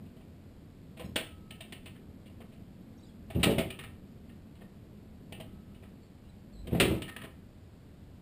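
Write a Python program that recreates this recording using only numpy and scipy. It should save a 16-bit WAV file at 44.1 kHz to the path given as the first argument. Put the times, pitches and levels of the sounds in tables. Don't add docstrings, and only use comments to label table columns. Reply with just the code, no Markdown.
import sys
import numpy as np
from scipy import signal
from scipy.fft import rfft, irfft
from scipy.io import wavfile
from scipy.ndimage import uniform_filter1d

SR = 44100
rng = np.random.default_rng(int(sys.argv[2]) if len(sys.argv) > 2 else 0)


def undo_db(level):
    steps = np.asarray(level, float) / 20
    return 10 ** steps


def unload_wav(signal):
    wavfile.write(
        sys.argv[1],
        SR,
        np.round(np.clip(np.atleast_2d(signal).T, -1, 1) * 32767).astype(np.int16),
    )


N = 362295

# (frequency [Hz], level [dB per Hz])
CRACK_SPECTRUM = [(500, -46), (900, -8), (1200, -3.5), (1500, -5.5), (1800, -2.5), (2800, 1.5),
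                  (3900, -4.5), (4600, -11), (5200, -15.5), (5900, -19), (7500, -65)]
# (frequency [Hz], level
# [dB], t60 [s])
PAWL_MODES = [(1289, -2, .25), (1825, 3, .33), (2670, -3, .2), (2900, 3, .22), (3130, -1, .16)]
# (starter gears at full spin [s], gears [dB], rider drops on the lever [s], fork thump [dB])
KICKS = [
    (3.472, -46.5, 3.27, -51),
    (6.846, -46.5, 6.61, -41),
]


def unit(x):
    return x / np.sqrt(np.mean(x ** 2))


def colour(x, points):
    hz, db = np.transpose(points)
    f = np.arange(len(x) // 2 + 1) * SR / len(x) + 1
    gain = undo_db(np.interp(np.log(f), np.log(hz), db))
    return irfft(rfft(x) * gain, len(x))


def bank(modes, size):
    hz, db, t60 = np.array(modes, float).T[:, :, None]
    t = np.arange(size) / SR
    decay = np.exp(-np.log(1000) * t / t60)
    return undo_db(db) * np.sin(2 * np.pi * hz * t) * decay, hz[:, 0]


def add(out, s, x):
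    i = max(int(s * SR), 0)
    out[i:i + len(x)] += x[:len(out) - i]


def walk(rate):
    k = int(SR / rate)
    held = np.repeat(rng.standard_normal(N // k + 1), k)
    return unit(uniform_filter1d(uniform_filter1d(held, k), k)[:N])


def blows(table, ringer, focus_db, crack_db=0.5, crack_s=0.012, frame_db=-17.0):
    # (frequency [Hz], level [dB], t60 [s])
    steel_modes = [(1740, -8, .07), (1825, -6, .1), (1900, -6, .07), (2150, -9, .08), (2430, -8, .08),
                   (2540, -7, .08), (2670, -7, .1), (2820, -6, .1), (2960, -8, .08), (3060, -6, .09),
                   (3150, -6, .09), (3330, -7, .08), (3450, -8, .07), (3690, -7, .07), (3860, -8, .06),
                   (4030, -9, .06), (4250, -13, .05), (4770, -15, .05), (5050, -19, .04)]
    # (frequency [Hz], level [dB], t60 [s])
    hollow_modes = [(405, -1, 0.059), (494, -1, 0.064), (658, 12.5, 0.033), (781, -1.5, 0.085),
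                    (1018, -5.5, 0.073)]
    scatter_db, grain_db, rattle_db = 4.0, 3.0, 6.0
    onset = 0.37
    out, size, spurts = np.zeros(N), SR, walk(150)
    steel, hz = bank(steel_modes, size)
    hollow, _ = bank(hollow_modes, size)
    ring, ring_hz = bank(ringer, size)
    t, long = np.arange(4096) / SR, np.arange(size) / SR
    for s, db, thud_db, best_hz, ring_db, ms in table:
        place = rng.standard_normal(32)
        contact = rng.standard_normal((2, 4096))
        hiss = rng.standard_normal(size)
        tau = max(ms, 1) / 2000
        chatter = contact[0] * undo_db(grain_db * contact[1]) * (t / tau) ** onset * np.exp(-t / tau)
        chatter /= np.sqrt(np.sum(chatter ** 2))
        focus = undo_db(-focus_db * np.abs(np.log2(hz / best_hz)))
        body = (undo_db(scatter_db * place[:len(hz)]) * focus) @ steel / 2
        body += undo_db(thud_db) * undo_db(scatter_db * place[-len(hollow_modes):]) @ hollow
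        sound = signal.fftconvolve(body, chatter)[:size]
        slope_db = 2.0 * np.log2(best_hz / 2600)
        edge = [(f, d + slope_db * np.log2(f / 2800) - 4.0 * abs(np.log2(f / best_hz)))
                for f, d in CRACK_SPECTRUM]
        loose = rattle_db * spurts[int(s * SR) % (N - size):][:size]
        fade = undo_db(crack_db) * np.exp(-long / (tau + crack_s))
        fade = fade + undo_db(frame_db - 60 * long / 0.14 + loose)
        rise = 1 - np.exp(-long / tau)
        sound = sound * undo_db(0.61 * loose) + unit(colour(hiss, edge)) * rise ** (2 * onset) * fade
        sound *= 1.007 / np.abs(sound).max()
        ring_share = undo_db(ring_db - 11.5 * np.abs(np.log2(ring_hz / best_hz)))
        sound += ring_share @ ring * rise
        add(out, s - .001 - 0.597 * tau, undo_db(db) * sound)
    return out


def lever():
    # (time [s], peak level [dB], strongest frequency [Hz])
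    clanks = [(0.0594, -59, 3000), (0.1686, -54, 2890), (0.2094, -55, 2240), (0.9731, -44.5, 2850),
              (0.9982, -35, 2640), (1.0141, -38, 1570), (1.0381, -47, 1630), (1.1615, -17.5, 2900),
              (2.406, -47, 2720), (2.61, -64, 1810), (3.304, -35, 2280), (3.349, -39, 2870),
              (3.398, -39, 2870), (3.433, -14, 3070), (3.5097, -28, 3020), (3.585, -21.5, 2330),
              (3.6111, -30, 2850), (4.556, -53.5, 2900), (4.612, -46, 1810), (5.4031, -36.5, 2850),
              (5.8265, -49.5, 2700), (6.6734, -37, 2370), (6.7126, -39, 1610), (6.73, -40.5, 1860),
              (6.751, -34.5, 1820), (6.802, -11.5, 2900), (6.8495, -25.5, 3200), (6.924, -38, 3060),
              (7.239, -38, 1780)]
    table = []
    for s, db, hz in clanks:
        over_db = db - -36
        thud_db = -2 - 0.69 * max(over_db, 0)
        rattle_ms = 8 - 0.07 * over_db
        table.append((s, db, thud_db, hz, -37.5, rattle_ms))
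    return blows(table, PAWL_MODES, focus_db=13.0)


def ratchet():
    # (time [s], peak level [dB], strongest frequency [Hz], rattle
    # [ms])
    ticks = [(1.511, -36, 2940, 11.8), (1.6086, -35, 3270, 5.5), (1.7257, -34.5, 2800, 6.8),
             (1.8611, -39.5, 2670, 9.9), (1.958, -51, 1790, 4.1), (2.2603, -52.5, 2880, 8.9),
             (2.414, -48.5, 1150, 12), (2.53, -54.5, 2600, 45), (3.7055, -33, 2850, 5.3),
             (3.792, -34.5, 2000, 4.8), (3.839, -37, 2040, 9.3), (4.296, -52.5, 1810, 5),
             (5.3262, -34.5, 2960, 8.8), (5.7485, -53.5, 2940, 8), (5.836, -50.5, 1260, 12),
             (7.0218, -30.5, 3120, 3.98), (7.0812, -36.5, 2030, 3.83), (7.1663, -32, 1920, 6.5),
             (7.219, -37, 1800, 4.2)]
    thud_db, ring_db = -20, -16
    table = [(s, db, thud_db, hz, ring_db, ms) for s, db, hz, ms in ticks]
    return blows(table, PAWL_MODES, focus_db=38.0, crack_db=-7.0, crack_s=.004, frame_db=-16.0)


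def spring():
    # (frequency [Hz], level [dB], t60 [s])
    spring_mode = [(1289, -8, 2.8)]
    # (time [s], level [dB], damped by boot or ratchet at [s])
    plucks = [
        (1.162, -58, 1.5),
        (3.433, -57, 3.66),
        (5.326, -64, 5.75),
        (6.802, -51, 7.16),
    ]
    out, t = np.zeros(N), np.arange(SR) / SR
    tone = bank(spring_mode, SR)[0][0]
    for s, db, stop_s in plucks:
        damping = np.exp(-np.maximum(t + s - stop_s, 0) / 0.11)
        add(out, s, undo_db(db) * tone * damping)
    return out * undo_db(1.5 * walk(31))


def chamber(table, scatter_db=4.5, focus_db=11.0):
    # (frequency [Hz], level [dB], t60 [s])
    chamber_modes = [(86.6, -9.5, 0.07), (143, -24, .05), (189.8, -8, .13), (245, -5, 0.086),
                     (314, 1.5, 0.057), (382.5, -2.5, 0.091), (443, -3, 0.077), (549.6, -2, 0.052),
                     (664, -5, 0.053), (814, -57, 0.087)]
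    out, t = np.zeros(N), np.arange(8192) / SR
    modes, hz = bank(chamber_modes, size=SR // 2)
    mouth = signal.butter(2, (70, 850), "band", fs=SR, output="sos")
    pop = t * np.exp(-t / 0.00075)
    for s, db, best_hz, ms, gas_db in table:
        place, gas = rng.standard_normal(len(hz)), rng.standard_normal(8192)
        flow = gas * np.exp(-t * 1000 / max(ms, 2))
        push = pop / pop.sum() + undo_db(gas_db) * flow / np.sqrt(np.sum(flow ** 2))
        share = undo_db(scatter_db * place - focus_db * np.abs(np.log2(hz / best_hz)))
        wave = signal.sosfilt(mouth, signal.fftconvolve(share @ modes, push))
        add(out, s - .003, undo_db(db - 4.0) * wave / np.abs(wave).max())
    return out


def engine():
    # (time [s], peak level [dB], strongest frequency of the wave back from the chamber's cone [Hz])
    turns = [
        (3.354, -18.5, 180),
        (3.462, -11, 380),
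        (3.557, -23.5, 200),
        (3.652, -31.5, 210),
        (6.723, -15, 185),
        (6.821, -13.5, 330),
        (6.907, -16, 260),
        (6.985, -36, 205),
    ]
    # (delay [ms], level [dB], own strongest frequency [Hz], pull to returning pitch [0-1])
    gusts = [
        (0, -3, 50, 0.43),
        (9.95, 0.9, 158, 0.5),
        (34.04, -3, 300, .99),
        (57.02, -7, 148, 0),
    ]
    blow_down_ms, gas_db = 16.7, -4
    table = []
    for s, db, back_hz in turns:
        for ms, gust_db, hz, pull in gusts:
            pulled_hz = hz * (back_hz / hz) ** np.clip(pull, 0, 1)
            table.append((s + ms / 1000, db + gust_db, pulled_hz, blow_down_ms, gas_db))
    return chamber(table, scatter_db=2.0, focus_db=12.0)


def boot():
    # (time [s], peak level [dB], strongest
    # frequency [Hz], scrape level [dB])
    scuffs = [(0.018, -47, 194, 10), (0.729, -52, 167, 7), (1.006, -38, 673, 9), (1.046, -29.5, 155, -15),
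              (1.062, -36, 175, 9), (1.09, -37, 151, 2), (1.16, -27.5, 680, 4), (1.198, -43, 223, 5),
              (2.407, -41.5, 167, -5), (3.435, -16.5, 400, -6.5), (3.584, -14.5, 660, -9.5),
              (4.618, -41, 194, -4), (5.399, -55, 213, -7), (5.826, -48, 151, 0), (6.652, -40, 235, 12),
              (6.681, -26.5, 231, -6), (6.75, -25.5, 680, 6.5), (6.804, -13, 686, -5.5),
              (7.223, -41, 151, -8), (7.235, -39, 705, 9)]
    scrape_ms = 20.6
    return chamber([(s, db, hz, scrape_ms, scrape_db) for s, db, hz, scrape_db in scuffs])


def gears():
    rise_db_s, coast_db_s, coast_s = 179, 117, 0.15
    meshing = rng.standard_normal(N) * undo_db(5.0 * rng.standard_normal(N) + 4.0 * walk(60))
    t, gain = np.arange(N) / SR, np.zeros(N)
    for s, db, _, _ in KICKS:
        drop_db = np.maximum(rise_db_s * (s - t), coast_db_s * (t - s))
        gain += undo_db(db - drop_db) * (t < s + coast_s)
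    spectrum = [(f, d + 4.0 * abs(np.log2(f / 2800))) for f, d in CRACK_SPECTRUM]
    return gain * unit(colour(meshing, spectrum))


def thump():
    t = np.arange(N) / SR
    sway = np.sin(2 * np.pi * 50.5 * t)
    return sum(undo_db(db - 10 * ((t - s) / 0.084) ** 2) * sway for _, _, s, db in KICKS)


def birds():
    # (time [s], length [s], start [Hz], end [Hz], level [dB])
    whistles = [(1.038, .035, 4050, 4150, -63), (1.04, .03, 5100, 5150, -66),
                (2.975, .015, 5600, 5750, -66), (2.99, .008, 4300, 3500, -66),
                (3.003, .012, 4600, 4700, -67), (3.027, .022, 3950, 4050, -66),
                (3.044, .012, 4500, 4700, -66), (3.052, .008, 4000, 3400, -68),
                (3.063, .01, 5300, 5350, -69), (3.082, .022, 3500, 3400, -68),
                (3.09, .025, 4150, 4050, -72), (6.0, .05, 4600, 4400, -72), (6.23, .04, 2950, 2850, -72),
                (6.288, .016, 4100, 3950, -68), (6.525, .025, 4500, 4300, -71),
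                (6.535, .11, 4080, 3960, -67)]
    out = np.zeros(N)
    for s, length, from_hz, to_hz, db in whistles:
        n = int(length * SR)
        hz = np.linspace(from_hz, to_hz, n) * (1 + 0.025 * walk(173)[:n])
        level = undo_db(db + 3.0 * walk(560)[:n]) * np.hanning(n) ** .5
        add(out, s, level * np.sin(2 * np.pi * np.cumsum(hz) / SR))
    leaves = rng.standard_normal(8192) * np.exp(-np.arange(8192) / SR / 0.024)
    leaves /= np.sqrt(np.sum(leaves ** 2))
    return out + undo_db(-1.0) * signal.fftconvolve(out, leaves)[:N]


def yard(x):
    t60_s, wall_s = 0.32, 0.014
    t = np.arange(SR) / SR
    tail = rng.standard_normal(SR) * (1 - np.exp(-t / 0.016)) * np.exp(-np.log(1000) * t / t60_s)
    tail = signal.sosfilt(signal.butter(1, 3300, fs=SR, output="sos"), tail)
    tail *= undo_db(-12) / np.sqrt(np.sum(tail ** 2))
    tail[0] += 1
    tail[int(wall_s * SR)] += undo_db(-18.5)
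    return signal.fftconvolve(x, tail)[:N]


def town():
    # (frequency [Hz], level [dB per Hz])
    town_spectrum = [(11, -31.5), (18, 7.5), (59, -5), (81, 3), (135, -2.5), (176, -0.5), (204, 0.5),
                     (260, -5), (412, -13.5), (686, -20.5), (813, -24.5), (896, -27), (1390, -30),
                     (4670, -35.5), (5950, -42.5), (7740, -87), (13100, -120)]
    # (time [s], loudness [dB])
    traffic = [(0, 0.5), (1.2, -1.5), (2.1, 3), (3.0, -1), (3.9, 3), (4.4, -2), (5.4, 1), (6.3, -3.5),
               (7.1, 2), (7.6, -5), (8.2, -1.5)]
    flicker_db = 1.2
    air = unit(colour(rng.standard_normal(N), town_spectrum))
    deep = signal.sosfiltfilt(signal.butter(2, 125, fs=SR, output="sos"), air)
    low = signal.sosfiltfilt(signal.butter(2, 450, fs=SR, output="sos"), air)
    busy_db = np.interp(np.arange(N) / SR, *np.transpose(traffic))
    drone_db = busy_db + flicker_db * walk(6)
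    deep_db = -.3 * busy_db + 0.76 * walk(2.4) + flicker_db * walk(6)
    return undo_db(-49.5) * (air - low + undo_db(drone_db) * (low - deep) + undo_db(deep_db) * deep)


def scene():
    bike = lever() + ratchet() + spring() + engine() + boot() + gears() + thump()
    return (yard(bike + birds()) + town())[None]


def roll_off(x):
    return signal.sosfilt(signal.butter(12, 16310, fs=SR, output="sos"), x)


def record(dry):
    mic = signal.sosfilt(signal.butter(2, 41, "high", fs=SR, output="sos"), dry)
    slow = signal.resample_poly(mic, 40, 147, axis=1)
    held = np.repeat(slow, 4, axis=1)
    held = signal.resample_poly(held, 147, 160, axis=1)[:, :N]
    cut = signal.sosfilt(signal.ellip(10, .2, 50, 15300, fs=SR, output="sos"), held)
    return roll_off(cut)


dry = scene()
out = record(dry)
unload_wav(out)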